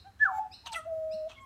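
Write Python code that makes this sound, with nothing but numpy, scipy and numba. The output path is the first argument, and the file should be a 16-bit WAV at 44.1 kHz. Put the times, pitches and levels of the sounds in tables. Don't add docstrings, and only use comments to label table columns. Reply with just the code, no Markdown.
import sys
import numpy as np
from scipy import signal
from scipy.fft import rfft, irfft, next_fast_len
from scipy.io import wavfile
from scipy.ndimage import uniform_filter1d
from numba import njit

SR = 44100
rng = np.random.default_rng(int(sys.argv[2]) if len(sys.argv) > 2 else 0)


def master_out(mix):
    frames = np.transpose(np.atleast_2d(mix))
    ceiling = np.clip(frames, -1, 1)
    pcm = np.round(ceiling * 32767).astype(np.int16)
    wavfile.write(sys.argv[1], SR, pcm)


N = 63945
T = np.arange(-int(.2 * SR), N) / SR
TOP_HZ, FLICKER_HZ = 15750, 60


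def gain(db):
    return 10 ** (np.asarray(db) / 20)


def unit(x):
    return x / np.sqrt(np.mean(x ** 2))


def curves(table, start=0):
    rows = np.array(table, float)
    times = rows[:, 0] + start
    gate = uniform_filter1d(((T >= times[0]) & (T <= times[-1])) * 1., size=128)
    return [np.interp(T, times, column) for column in rows.T[1:]] + [gate]


def gain_at(spectrum, hz):
    freqs, db = np.array(spectrum, float).T
    return gain(np.interp(np.log(hz + 1), np.log(freqs), db))


def colour(x, spectrum):
    size = next_fast_len(len(x))
    hz = np.arange(size // 2 + 1) * SR / size
    return irfft(rfft(x, size) * gain_at(spectrum, hz), size)[:len(x)]


def noise():
    return rng.standard_normal(len(T))


def wobble(rate):
    width = max(int(SR / rate), 1)
    return unit(uniform_filter1d(uniform_filter1d(noise(), width), width))


def wavering_phase(hz, waver, rate):
    return 2 * np.pi * np.cumsum(hz * (1 + waver * wobble(rate))) / SR


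def steady(x):
    return x / np.sqrt(np.abs(uniform_filter1d(x ** 2, size=400)) + 1e-12)


@njit
def resonate(x, hz, width):
    y, band, low = np.empty(len(x)), 0., 0.
    for i in range(len(x)):
        g = np.tan(np.pi * hz[i] / SR)
        v = (band + g * (x[i] - low)) / (1 + g * (g + width))
        band, low = 2 * v - band, low + 2 * g * v
        y[i] = width * v
    return y


def echoes(x, fade_s, delay_s, treble_db):
    t = np.arange(len(T)) / SR
    tail = unit(noise() * (t > delay_s) * np.exp(-np.log(1000) * t / fade_s)) / np.sqrt(len(t))
    return colour(signal.fftconvolve(x, tail)[:len(T)], [(2500, 0.006), (12000, treble_db)])


def whistle(table, overtones, start=0, waver=0.004, flutter_db=0.96):
    hz, db, gate = curves(table, start)
    phase = wavering_phase(hz, waver, rate=400)
    tone = np.sin(phase)
    for k in range(2, int(TOP_HZ / hz.min()) + 1):
        flicker = 1 + 0.33 * (k > 2) * wobble(FLICKER_HZ)
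        tone += flicker * gain_at(overtones, k * hz) * (k * hz < TOP_HZ) * np.sin(k * phase)
    return np.sqrt(2) * tone * gate * gain(db + flutter_db * wobble(61))


def voice_organ(hz, rough):
    rough = np.clip(rough, 0, 1)
    phase = wavering_phase(hz, .06 * rough, rate=500)
    pulses = sum(np.cos(k * phase) * (k * hz < TOP_HZ) for k in range(1, int(TOP_HZ / hz.min()) + 1))
    puffs = noise() * (1 + np.cos(phase))
    return np.sqrt(1 - rough ** 2) * unit(pulses) + rough * unit(puffs)


# (frequency [Hz], gain [dB])
HISS_COLOUR = [(25, -29), (50, -12.5), (100, -6.5), (180, -11.5), (260, -9.5), (350, -14.5), (550, -19),
               (1000, -18.5), (1700, -19), (2400, -26), (4000, -29.5), (8000, -34), (12000, -37),
               (15600, -44)]
RUMBLE_COLOUR = [(15, -45), (30, -25.5), (48, -7.5), (70, 0), (100, 0), (125, -12.5), (200, -18.5),
                 (320, -29), (700, -52)]

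def garden():
    hiss = unit(colour(noise(), HISS_COLOUR))
    rumble = unit(colour(noise(), RUMBLE_COLOUR))
    bump = np.exp(-((T - 1.15) / 0.0075) ** 2 / 2) * np.sin(2 * np.pi * 202.4 * T)
    return gain(-66) * hiss + gain(-61.5) * rumble + gain(-50) * bump


# (start time [s], base level [dB])
CHIRPS = [(-.085, -58), (.505, -53.5), (1.1, -53)]
# (time into the chirp [s], pitch [Hz], relative level [dB])
CHIRP_LOW = [(0, 2343, -30.5), (.014, 2470, -8.5), (.026, 2590, -7.5), (.04, 2870, -10.5),
             (.05, 2735, -19.5)]
CHIRP_HIGH = [(.022, 3520, -1.5), (.029, 3930, -1), (.038, 4070, 8), (.05, 4500, -2), (.062, 4280, -25)]
# (frequency [Hz], level relative to the base tone [dB])
LOW_OVERTONES = [(4700, 1.5), (5100, 8), (5700, -4), (7000, -25.5), (8000, -9.5), (9500, -26),
                 (11500, -15.5), (15000, -36.5)]
HIGH_OVERTONES = [(8000, -25.5), (12000, -36), (16000, -43)]

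def small_bird():
    voices = (CHIRP_LOW, LOW_OVERTONES), (CHIRP_HIGH, HIGH_OVERTONES)
    chirps = sum(gain(db) * whistle(voice, overtones, start, waver=.022, flutter_db=3.5)
                 for start, db in CHIRPS for voice, overtones in voices)
    trees = echoes(chirps, fade_s=0.45, delay_s=0.0034, treble_db=-2.5)
    return gain(-2.5) * chirps + gain(-1.5) * trees


# (frequency [Hz], gain [dB])
VERANDA_COLOUR = [(630, -2.5), (760, 3), (870, -4), (1300, 2.5), (1750, -5), (3000, 1)]

def veranda(song):
    ring = echoes(song, fade_s=0.36, delay_s=0.0061, treble_db=-6)
    return gain(-13.5) * colour(ring, VERANDA_COLOUR)


# (time [s], level [dB])
BREATH = [(.19, -66), (.21, -63.5), (.235, -57.5), (.26, -58.5), (.29, -81), (.65, -83), (.662, -46),
          (.677, -45), (.69, -59), (.718, -84.5), (.728, -46), (.745, -52.5), (.77, -58.5), (.83, -96.5),
          (1.275, -92), (1.296, -52.5), (1.315, -56.5), (1.335, -58.5), (1.36, -90)]
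# (frequency [Hz], gain [dB])
BREATH_COLOUR = [(400, -28), (750, 4), (1150, 0), (1450, -2.5), (2100, -8), (3200, 0), (4000, -8),
                 (5000, -19.5), (6000, -8), (8500, -19.5), (11000, -36), (16000, -33.5)]

def bill(click_s=.7187, decay_s=0.00065):
    db, gate = curves(BREATH)
    click_shape = (T >= click_s) * np.exp(-np.abs(T - click_s) / decay_s)
    click = click_shape * unit(resonate(noise(), np.full(len(T), 7000.), 0.87))
    air = unit(colour(noise(), BREATH_COLOUR))
    return air * gate * gain(db) + gain(-49) * click


# (time [s], pitch [Hz], level [dB], roughness [0-1])
BUZZ = [(.28, 763, -71.5, .2), (.31, 766, -76, 0.3), (.345, 746, -65.5, 0.23), (.385, 724, -59, 0.5),
        (.405, 675, -77.5, 0.3), (.42, 700, -90, 0.5)]
# (frequency [Hz], gain [dB])
SHUT_WINDPIPE = [(1500, -29.5), (2200, 5), (2700, -12), (4000, -5.5), (5300, -13.5), (6200, -3),
                 (6700, -5.5), (7300, 6), (8000, -15), (9500, -16), (10300, -6), (11000, -14.5),
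                 (11900, -1.5), (13000, -20), (14200, -13.5), (15300, -10), (16000, -13)]

def buzz():
    hz, db, rough, gate = curves(BUZZ)
    return steady(colour(voice_organ(hz, rough), SHUT_WINDPIPE)) * gate * gain(db)


# (time [s], pitch [Hz], level [dB], roughness [0 = smooth], resonance [Hz])
SIZZLE = [(.65, 920, -87.5, 0.89, 6080), (.664, 898, -56, 1.11, 6200), (.674, 915, -49.5, 0.7, 6300),
          (.692, 920, -75, 1.06, 7800), (.72, 713, -79, 0.96, 8200), (.731, 690, -43, 0.8, 7860),
          (.746, 684, -58.5, 0.8, 8360), (.752, 672, -55.5, 0.8, 10800), (.762, 665, -50, 0.6, 10600),
          (.769, 644, -51, 0.3, 9200), (.79, 660, -54.5, .35, 9100), (.815, 636, -73, 0.5, 9000),
          (.85, 648, -87, .4, 9200)]
# (frequency [Hz], gain [dB])
OPEN_WINDPIPE = [(2000, -25.5), (4500, -20.5), (5900, 6.5), (7100, -7.5), (8200, 6), (9100, 0), (9800, -11),
                 (11000, -1), (12300, -12.5), (13700, -4), (16000, -13.5)]

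def sizzle():
    hz, db, rough, peak_hz, gate = curves(SIZZLE)
    pipe = colour(voice_organ(hz, rough), OPEN_WINDPIPE)
    peak = resonate(pipe, peak_hz, 1 / 12.4)
    return steady(peak + gain(-12.5) * pipe) * gate * gain(db)


# (time [s], pitch [Hz], base tone [dB], first overtone [dB], second overtone [dB])
REEDY_NOTE = [(.735, 688.3, -53, -52, -70.5), (.749, 685.6, -53, -50, -51), (.762, 654, -46, -43, -31.5),
              (.773, 675, -50, -36.5, -46), (.787, 641.4, -49.5, -45.5, -45),
              (.807, 638, -48, -46.5, -63.5), (.82, 655.5, -64.5, -51.5, -69.5),
              (.85, 630, -59.5, -50.5, -71.5)]
CLOSING_NOTE = [(1.35, 1120, -71, -89, -75), (1.367, 1090, -66, -62, -61), (1.388, 1081, -62, -50, -73),
                (1.397, 1081, -61, -63.5, -68), (1.411, 1082, -54.5, -59, -72), (1.44, 1077, -49, -71, -73),
                (1.46, 1074, -51, -54, -84)]
# (frequency [Hz], level relative to the base tone [dB])
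REEDY_OVERTONES = [(3000, -25), (4300, -36.5), (5500, -32.5), (6500, -28), (7500, -20), (9000, -38),
                   (12000, -43), (16000, -32)]

def reedy_notes():
    notes = 0
    for table in REEDY_NOTE, CLOSING_NOTE:
        hz, *levels, gate = curves(table)
        phase = wavering_phase(hz, 0.013, rate=170)
        strong = sum(gain(db + wobble(100)) * np.sin(k * phase) for k, db in enumerate(levels, 1))
        weak = sum(gain_at(REEDY_OVERTONES, k * hz) * wobble(FLICKER_HZ) * np.sin(k * phase)
                   for k in range(len(levels) + 1, int(TOP_HZ / hz.max())))
        notes += np.sqrt(2) * gate * (strong + gain(levels[0]) * weak)
    return notes


# (time [s], pitch [Hz], level [dB], throat resonance [Hz], roughness [0-1])
FIRST_RASP = [(.652, 934.5, -69, 4230, 0.75), (.664, 920, -42, 3930, 0.83), (.672, 912, -43.5, 3030, 0.46),
              (.683, 968, -51, 2820, 0.77), (.695, 948, -51.5, 2880, 0.8), (.712, 897, -63, 2920, 0.8)]
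SECOND_RASP = [(0.721, 740, -49, 4800, .9), (0.727, 733.7, -45.5, 4470, .9),
               (0.738, 686.4, -42.5, 3600, .8), (0.748, 670.6, -38, 2600, 0.5),
               (.757, 665, -43.5, 2560, 0.55), (0.769, 669.5, -50, 2810, 0.3), (.79, 640, -68.5, 2980, 0.6),
               (.82, 649, -65.5, 3224, 0.7)]
SOFT_RASP = [(1.278, 640, -78, 3380, 0.89), (1.296, 649.7, -59, 3495, 0.87), (1.311, 639, -59, 2940, 0.41),
             (1.32, 658, -48, 2680, 0.33), (1.327, 663, -61, 2600, 0.33), (1.344, 670, -59.5, 2790, 0.85),
             (1.365, 670, -66.5, 3150, .5), (1.40, 670, -68, 3200, 0.42)]

def rasps(sharpness=4.3, grit_db=2.5):
    notes = 0
    for table in FIRST_RASP, SECOND_RASP, SOFT_RASP:
        hz, db, throat_hz, rough, gate = curves(table)
        pulses = voice_organ(hz, rough)
        throat = resonate(pulses, throat_hz, 1 / sharpness)
        throat = resonate(throat, throat_hz, 2 / sharpness)
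        octave_below = gain(-9) * resonate(pulses, throat_hz / 2, 0.24)
        notes += steady(throat + octave_below) * gate * gain(db + grit_db * rough * wobble(400))
    return notes


# (time [s], pitch [Hz], level [dB])
LEAD_IN = [(.045, 710, -62), (.06, 766, -53.5), (.072, 797, -50), (.095, 788, -58), (.11, 780, -65.5)]
SLUR = [(.193, 1677, -60), (.205, 1708, -34.5), (.218, 1737, -21.5), (.234, 1733, -18.5),
        (.241, 1703, -20.5), (.248, 1635, -33.5), (.257, 1567, -19.5), (.272, 1337, -29.5),
        (.29, 1105, -32), (.305, 986, -40.5), (.318, 915, -46.5), (.335, 858, -36), (.355, 861.4, -35),
        (.41, 862, -31.5), (.44, 862.5, -34.5), (.465, 853.6, -40), (.49, 866, -51), (.51, 859.6, -68.5)]
SECOND_VOICE = [(.232, 801, -67), (.254, 794, -48), (.295, 775.3, -38), (.317, 760.5, -32.5),
                (.34, 754, -46.5), (.378, 778, -42.5), (.392, 775, -29), (.407, 769.6, -44),
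                (.432, 773, -44.5), (.462, 741.2, -45), (.487, 745.8, -56), (.51, 762.5, -57),
                (.545, 726, -66)]
UNDER_RASPS = [(0.637, 880, -65), (0.663, 944.6, -50.5), (.70, 939, -47.5), (0.713, 893, -46),
               (.732, 898, -37.5), (.745, 841, -50.5), (0.764, 880, -57.5)]
FLUTE = [(.85, 650, -52), (.862, 634.3, -40), (0.88, 673.7, -36.5), (0.894, 658, -38.5),
         (0.926, 644.8, -32), (1.0, 636.3, -35), (1.164, 629, -37), (1.25, 623.6, -35.5),
         (1.274, 651.6, -35.5), (1.284, 644, -46), (1.297, 640, -49)]
# (frequency [Hz], level relative to the base tone [dB])
LEAD_OVERTONES = [(1550, -12), (2400, -27.5), (4000, -35), (9000, -61.5)]
SLUR_OVERTONES = [(1500, -34), (2400, -45.5), (3100, -50), (3500, -49), (4200, -53), (5100, -48),
                  (7000, -62), (15000, -67.5)]
FLUTE_OVERTONES = [(1270, -37.5), (1900, -50), (3200, -61), (5000, -56.5), (6800, -52.5), (8500, -65.5),
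                   (10000, -73.5), (11500, -54), (13000, -66), (14700, -55.5), (16000, -59)]

def whistles():
    return (whistle(LEAD_IN, LEAD_OVERTONES)
            + whistle(SLUR, SLUR_OVERTONES)
            + whistle(SECOND_VOICE, SLUR_OVERTONES, waver=0.01)
            + whistle(UNDER_RASPS, SLUR_OVERTONES, waver=0.0096)
            + whistle(FLUTE, FLUTE_OVERTONES, waver=0.0041, flutter_db=0.84))


def butcherbird():
    song = whistles() + rasps() + reedy_notes() + buzz() + sizzle() + bill()
    return song + veranda(song)


def scene():
    return (butcherbird() + small_bird() + garden())[None, -N:]


def record(dry):
    return signal.sosfilt(signal.ellip(10, .1, 80, TOP_HZ, fs=SR, output="sos"), dry)


dry = scene()
out = record(dry)
master_out(out)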